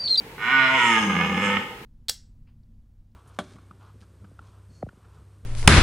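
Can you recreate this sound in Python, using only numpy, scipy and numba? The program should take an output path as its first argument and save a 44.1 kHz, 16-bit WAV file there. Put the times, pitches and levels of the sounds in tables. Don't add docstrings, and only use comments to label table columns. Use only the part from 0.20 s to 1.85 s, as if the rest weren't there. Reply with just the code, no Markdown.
import sys
import numpy as np
from scipy import signal
from scipy.fft import rfft, irfft
from scipy.io import wavfile
from scipy.ndimage import uniform_filter1d
from numba import njit

SR = 44100
rng = np.random.default_rng(int(sys.argv[2]) if len(sys.argv) > 2 else 0)


def transcribe(u):
    v = np.clip(np.atleast_2d(u).T, -1, 1)
    q = np.round(v * 32767).astype(np.int16)
    wavfile.write(sys.argv[1], SR, q)


N = 72765

# frequency_hz, gain_db
BACKGROUND_SPECTRUM = [(25, -31), (45, -4), (62, -12.5), (90, -6.5), (145, -3), (280, -12.5), (380, -6),
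                       (450, -3.5), (560, -17), (700, -18), (870, -9.5), (1200, -18.5), (2200, -16.5),
                       (3500, -26.5), (6000, -33.5), (16000, -34.5)]
# frequency_hz, gain_db
BACKGROUND_SIDE_SPECTRUM = [(250, -32), (900, -1.5), (4000, 6.5), (12000, -3)]
# time_s, pitch_hz
FOLD_PITCH = [(.18, 73.8), (.2, 100), (.226, 113.1), (.27, 121.8), (.318, 135.6), (.4, 132.6),
              (.472, 130.5), (.546, 134.4), (.602, 122.5), (.648, 119.5), (.7, 115.2), (.8, 109.2),
              (.86, 100.5), (.93, 86.34), (1.1, 83.57), (1.17, 87.2), (1.22, 101), (1.39, 98.22)]
# time_s, roughness_fraction
FOLD_ROUGHNESS = [(.18, .04), (.29, .09), (.34, .05), (.5, .06), (.56, .14), (.64, .17), (.69, .07),
                  (.78, .06), (.85, .35), (.92, .8), (1.15, .8), (1.23, .17), (1.33, .16), (1.38, .5)]
# time_s, slack_fraction
FOLD_SLACK = [(.2, 0.04), (.28, 0.11), (.35, 0.07), (.47, 0.05), (.51, 0.11), (.55, 0.34), (.7, 0.63),
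              (.77, 0.68), (.86, 0.99), (1.15, 0.91), (1.3, 0.79)]
# time_s, formant1_hz ... formant6_hz
FORMANT_TRACKS = [(.33, 246, 757, 1010, 1216, 1475, 1854), (.48, 252, 664, 965, 1083, 1452, 1906),
                  (.54, 261, 640, 975, 1050, 1448, 1950), (.6, 247.3, 439, 962, 991, 1318, 1910),
                  (.68, 226, 432, 927, 1000, 1270, 1874), (.78, 208, 428, 874, 1120, 1230, 1660),
                  (.88, 193, 487, 788, 1036, 1222, 1618), (1.1, 186, 460, 827, 965, 1201, 1761),
                  (1.25, 210, 512.5, 897, 1074, 1266, 1727), (1.38, 216, 479.4, 865, 1060, 1273, 1863)]
# width_hz, tense_db, half_slack_db, slack_db
LOWER_FORMANTS = [(54.6, -51, -30, -34), (37.8, -11.5, -8.5, -4.5), (54, -2, 4, -7), (46.3, 4.5, -14, -3.5),
                  (46.5, 6, 2, 1.5), (58, 0.5, 4, -3.5)]
# centre_hz, width_hz, tense_db, half_slack_db, slack_db
UPPER_FORMANTS = [(1502, 21.5, -29, -8, -6.5), (2152.6, 71.4, -1, 4, -0.5), (2265, 90, -1.5, -2, -12),
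                  (2520, 32, -8.5, -4, -5.5), (2875, 113, -8.5, -2, -9), (3019, 92, -18, -7, -13),
                  (3350, 92, -15.5, -9, -18), (3960, 60, -17, -43, -28), (5204, 140, -27.5, -33, -28.5)]
# time_s, relative_level_db
ROAR_ENVELOPE = [(0.17, -60), (0.176, -41.5), (0.226, -26), (0.318, -17.5), (0.416, -14.5), (0.544, -18.5),
                 (0.776, -17.5), (0.816, -28), (0.83, -24), (0.87, -35), (0.904, -22.5), (0.914, -27.5),
                 (0.962, -23), (0.978, -24.5), (0.994, -21.5), (1.102, -29), (1.258, -22.5), (1.372, -24.5),
                 (1.38, -36)]
# time_s, relative_level_db
CHEST_ENVELOPE = [(0.2, -59), (0.278, -37.5), (0.62, -35.5), (0.882, -22), (1.06, -29.5), (1.17, -23.5),
                  (1.204, -28), (1.224, -26), (1.39, -29.5)]
# frequency_hz, gain_db
CHEST_SPECTRUM = [(60, -13), (120, -21), (160, 2.5), (230, -2.5), (400, 5.5), (600, -25)]
# time_s, level_db
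THIRD_ENVELOPE = [(.5, -54), (.62, -42), (.73, -34), (.84, -33.5), (.92, -69), (1.18, -78), (1.25, -36),
                  (1.38, -52)]
# time_s, relative_level_db
HISS_ENVELOPE = [(0.2, -69), (0.208, -58), (0.246, -54.5), (0.428, -54.5), (0.666, -35), (0.766, -42.5),
                 (0.832, -36), (0.846, -47.5), (1.17, -51.5), (1.256, -39.5), (1.36, -68), (1.39, -57)]
# centre_hz, width_hz, gain_db
MOUTH_RESONANCES = [(5310, 190, 3.5), (6355, 137, 8), (8620, 630, -3)]
# time_s, centre_hz
JAW_TRACK = [(.55, 7300), (.67, 7350), (.74, 6670), (.83, 6040), (1.15, 7030), (1.28, 7570)]
# start_s, relative_level_db
FOLD_SLAPS = [(.653, 3), (.9, 3), (.948, 2), (.995, 5), (1.02, 5), (1.056, 0), (1.118, -1), (1.166, 1),
              (1.366, 5)]
# frequency_hz, gain_db
RIGHT_BIAS = [(300, -39), (600, -19), (1100, -26.5), (2200, -5), (4000, -38), (8000, -5)]
# frequency_hz, gain_db
BUSH_SPECTRUM = [(300, -23), (600, -19), (1200, -13), (2400, 1.5), (8000, 3)]
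# frequency_hz, gain_db
WOOD_SPECTRUM = [(100, -0.5), (250, 6), (480, 13), (900, 8.5), (2200, 4), (4000, 11), (10000, 13)]
# frequency_hz, gain_db
TAIL_SIDE_SPECTRUM = [(250, -51), (600, -10.5), (1800, -1.5)]

START_S, END_S, ATTACK_S, RELEASE_S = .176, 1.385, .002, .022
JITTER_CYCLES, SHIMMER_DB, PUFF_DECAY_CYCLES = .14, 3.0, .25
ROAR_DB, CHEST_DB, FUNDAMENTAL_DB, HISS_DB, SLAP_DB = -1.5, -1.6, -43.5, -4.5, 15
BACKGROUND_DB, BUSH_DB, WOOD_DB = -43, -7, -9
TIME_S = np.arange(N) / SR
SIDE_SIGNS = np.array([[1], [-1]])


def undb(db):
    return 10 ** (np.asarray(db) / 20)


def curve(rows, column=1):
    rows = np.array(rows, float)
    return np.interp(TIME_S, rows[:, 0], rows[:, column])


def unit_rms(x):
    return x / np.sqrt(np.mean(x ** 2) + 1e-18)


def flatten(x, size=1100):
    power = uniform_filter1d(uniform_filter1d(x ** 2, size), size)
    return x / np.sqrt(np.abs(power) + np.mean(x ** 2) / 1000)


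def colour(x, spectrum):
    hz, db = np.array(spectrum, float).T
    bins_hz = np.maximum(np.fft.rfftfreq(x.shape[-1], 1 / SR), 1)
    gain = undb(np.interp(np.log(bins_hz), np.log(hz), db))
    return irfft(rfft(x) * gain, x.shape[-1])


@njit
def bandpass(x, hz, width_hz):
    y, band_state, low_state = np.empty(len(x)), 0., 0.
    for i in range(len(x)):
        step, damping = np.tan(np.pi * hz[i] / SR), width_hz / hz[i]
        band = (band_state + step * (x[i] + 1e-18 - low_state)) / (1 + step * (step + damping))
        band_state = 2 * band - band_state
        low_state += 2 * step * band
        y[i] = damping * band
    return y


def resonance(x, hz, width_hz):
    hz = hz * np.ones(N)
    return bandpass(bandpass(x, hz, float(width_hz)), hz, width_hz * 3.1)


def impulses(times_s, sizes):
    train, centres = np.zeros(N), np.asarray(times_s)[:, None] * SR
    taps = np.floor(centres).astype(int) + np.arange(-7, 9)
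    offset = taps - centres
    np.add.at(train, np.clip(taps, 0, N - 1), np.sinc(offset) * np.sinc(offset / 8) * sizes[:, None])
    return train


def background():
    mid, side = colour(rng.standard_normal((2, N)), BACKGROUND_SPECTRUM)
    side = .64 * colour(side, BACKGROUND_SIDE_SPECTRUM)
    return undb(BACKGROUND_DB) * (mid + side * SIDE_SIGNS) / np.std(mid)


def vocal_folds(cycles):
    first_cycle = np.interp(START_S + ATTACK_S, TIME_S, cycles) % 1
    regular_s = np.interp(np.arange(int(cycles[-1])) + first_cycle, cycles, TIME_S)
    roughness = np.interp(regular_s, TIME_S, curve(FOLD_ROUGHNESS))
    pitch_hz = np.interp(regular_s, TIME_S, curve(FOLD_PITCH))
    jitter, shimmer = rng.standard_normal((220, 2))[:len(regular_s)].T
    closures_s = np.sort(regular_s + JITTER_CYCLES * roughness ** 1.35 * jitter / pitch_hz)
    pulses = impulses(closures_s, undb(SHIMMER_DB * np.sqrt(roughness) * shimmer))
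    phase = np.interp(TIME_S, closures_s, np.arange(len(closures_s))) % 1
    puffs = np.exp(-phase / PUFF_DECAY_CYCLES) * rng.standard_normal(N)
    return unit_rms(pulses), unit_rms(puffs)


def disperse(x, delay_s_per_hz=7e-7):
    hz = np.fft.rfftfreq(N, 1 / SR)
    return irfft(rfft(x) * np.exp(-1j * np.pi * delay_s_per_hz * hz ** 2), N)


def throat(source):
    slack, source = curve(FOLD_SLACK), disperse(source)
    moving = [(curve(FORMANT_TRACKS, k + 1), *row) for k, row in enumerate(LOWER_FORMANTS)]
    return sum(undb(np.interp(slack, [0, .5, 1], gains_db)) * resonance(source, hz, width_hz)
               for hz, width_hz, *gains_db in moving + list(UPPER_FORMANTS))


def chest_tone(source, cycles, swell_s=.18):
    boom = flatten(resonance(source, curve(FORMANT_TRACKS), width_hz=35))
    boom *= undb(curve(CHEST_ENVELOPE) + CHEST_DB)
    swell = np.clip((TIME_S - START_S) / swell_s, 0, 1)
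    fundamental = undb(FUNDAMENTAL_DB) * unit_rms(np.sin(2 * np.pi * cycles)) * swell
    third = undb(curve(THIRD_ENVELOPE)) * unit_rms(np.sin(6 * np.pi * cycles))
    return colour(boom, CHEST_SPECTRUM) + fundamental + third


def breath_hiss(pulses, puffs):
    source = puffs + .6 * pulses
    mouth = sum(undb(db) * resonance(source, hz, width_hz) for hz, width_hz, db in MOUTH_RESONANCES)
    jaw = undb(2) * resonance(source, curve(JAW_TRACK), width_hz=950)
    return flatten(mouth + jaw) * undb(curve(HISS_ENVELOPE) + HISS_DB)


def diffuse_tail(t60_s, rise_s, spectrum):
    mid, side = rng.standard_normal((2, N))
    noise = colour(mid + colour(side, TAIL_SIDE_SPECTRUM) * SIDE_SIGNS, spectrum)
    fade = np.clip(TIME_S / rise_s, 0, 1) * np.exp(-np.log(1000) * TIME_S / t60_s)
    return noise * fade / np.sqrt(2 * np.sum(fade ** 2))


def bush_scatter(sound):
    response = diffuse_tail(t60_s=.014, rise_s=.0073, spectrum=BUSH_SPECTRUM)[0]
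    return undb(BUSH_DB) * signal.fftconvolve(sound, response)[:N]


def wood_echo(sound):
    response = diffuse_tail(t60_s=.68, rise_s=.0083, spectrum=WOOD_SPECTRUM)
    return undb(WOOD_DB) * signal.fftconvolve(sound[None], response, axes=1)[:, :N]


def fold_slaps():
    start_s, level_db = np.array(FOLD_SLAPS).T
    return throat(impulses(start_s, undb(level_db + SLAP_DB)))


def scene():
    cycles = np.cumsum(curve(FOLD_PITCH)) / SR
    pulses, puffs = vocal_folds(cycles)
    source = pulses + (.06 + .3 * curve(FOLD_ROUGHNESS)) * puffs
    attack = np.clip((TIME_S - START_S) / ATTACK_S, 0, 1)
    gate = attack * np.exp(-np.maximum(TIME_S - END_S, 0) / RELEASE_S)
    roar = flatten(throat(source)) * undb(curve(ROAR_ENVELOPE) + ROAR_DB)
    bright = gate * (roar + breath_hiss(pulses, puffs)) + fold_slaps()
    bellow = bright + gate * chest_tone(source, cycles)
    side = bush_scatter(bright) - colour(bright, RIGHT_BIAS)
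    return bellow + side * SIDE_SIGNS + wood_echo(bellow) + background()


def record(dry):
    cutoff_hz = 15800
    return signal.sosfilt(signal.ellip(10, .2, 80, cutoff_hz, fs=SR, output="sos"), dry)


dry = scene()
out = record(dry)
transcribe(out)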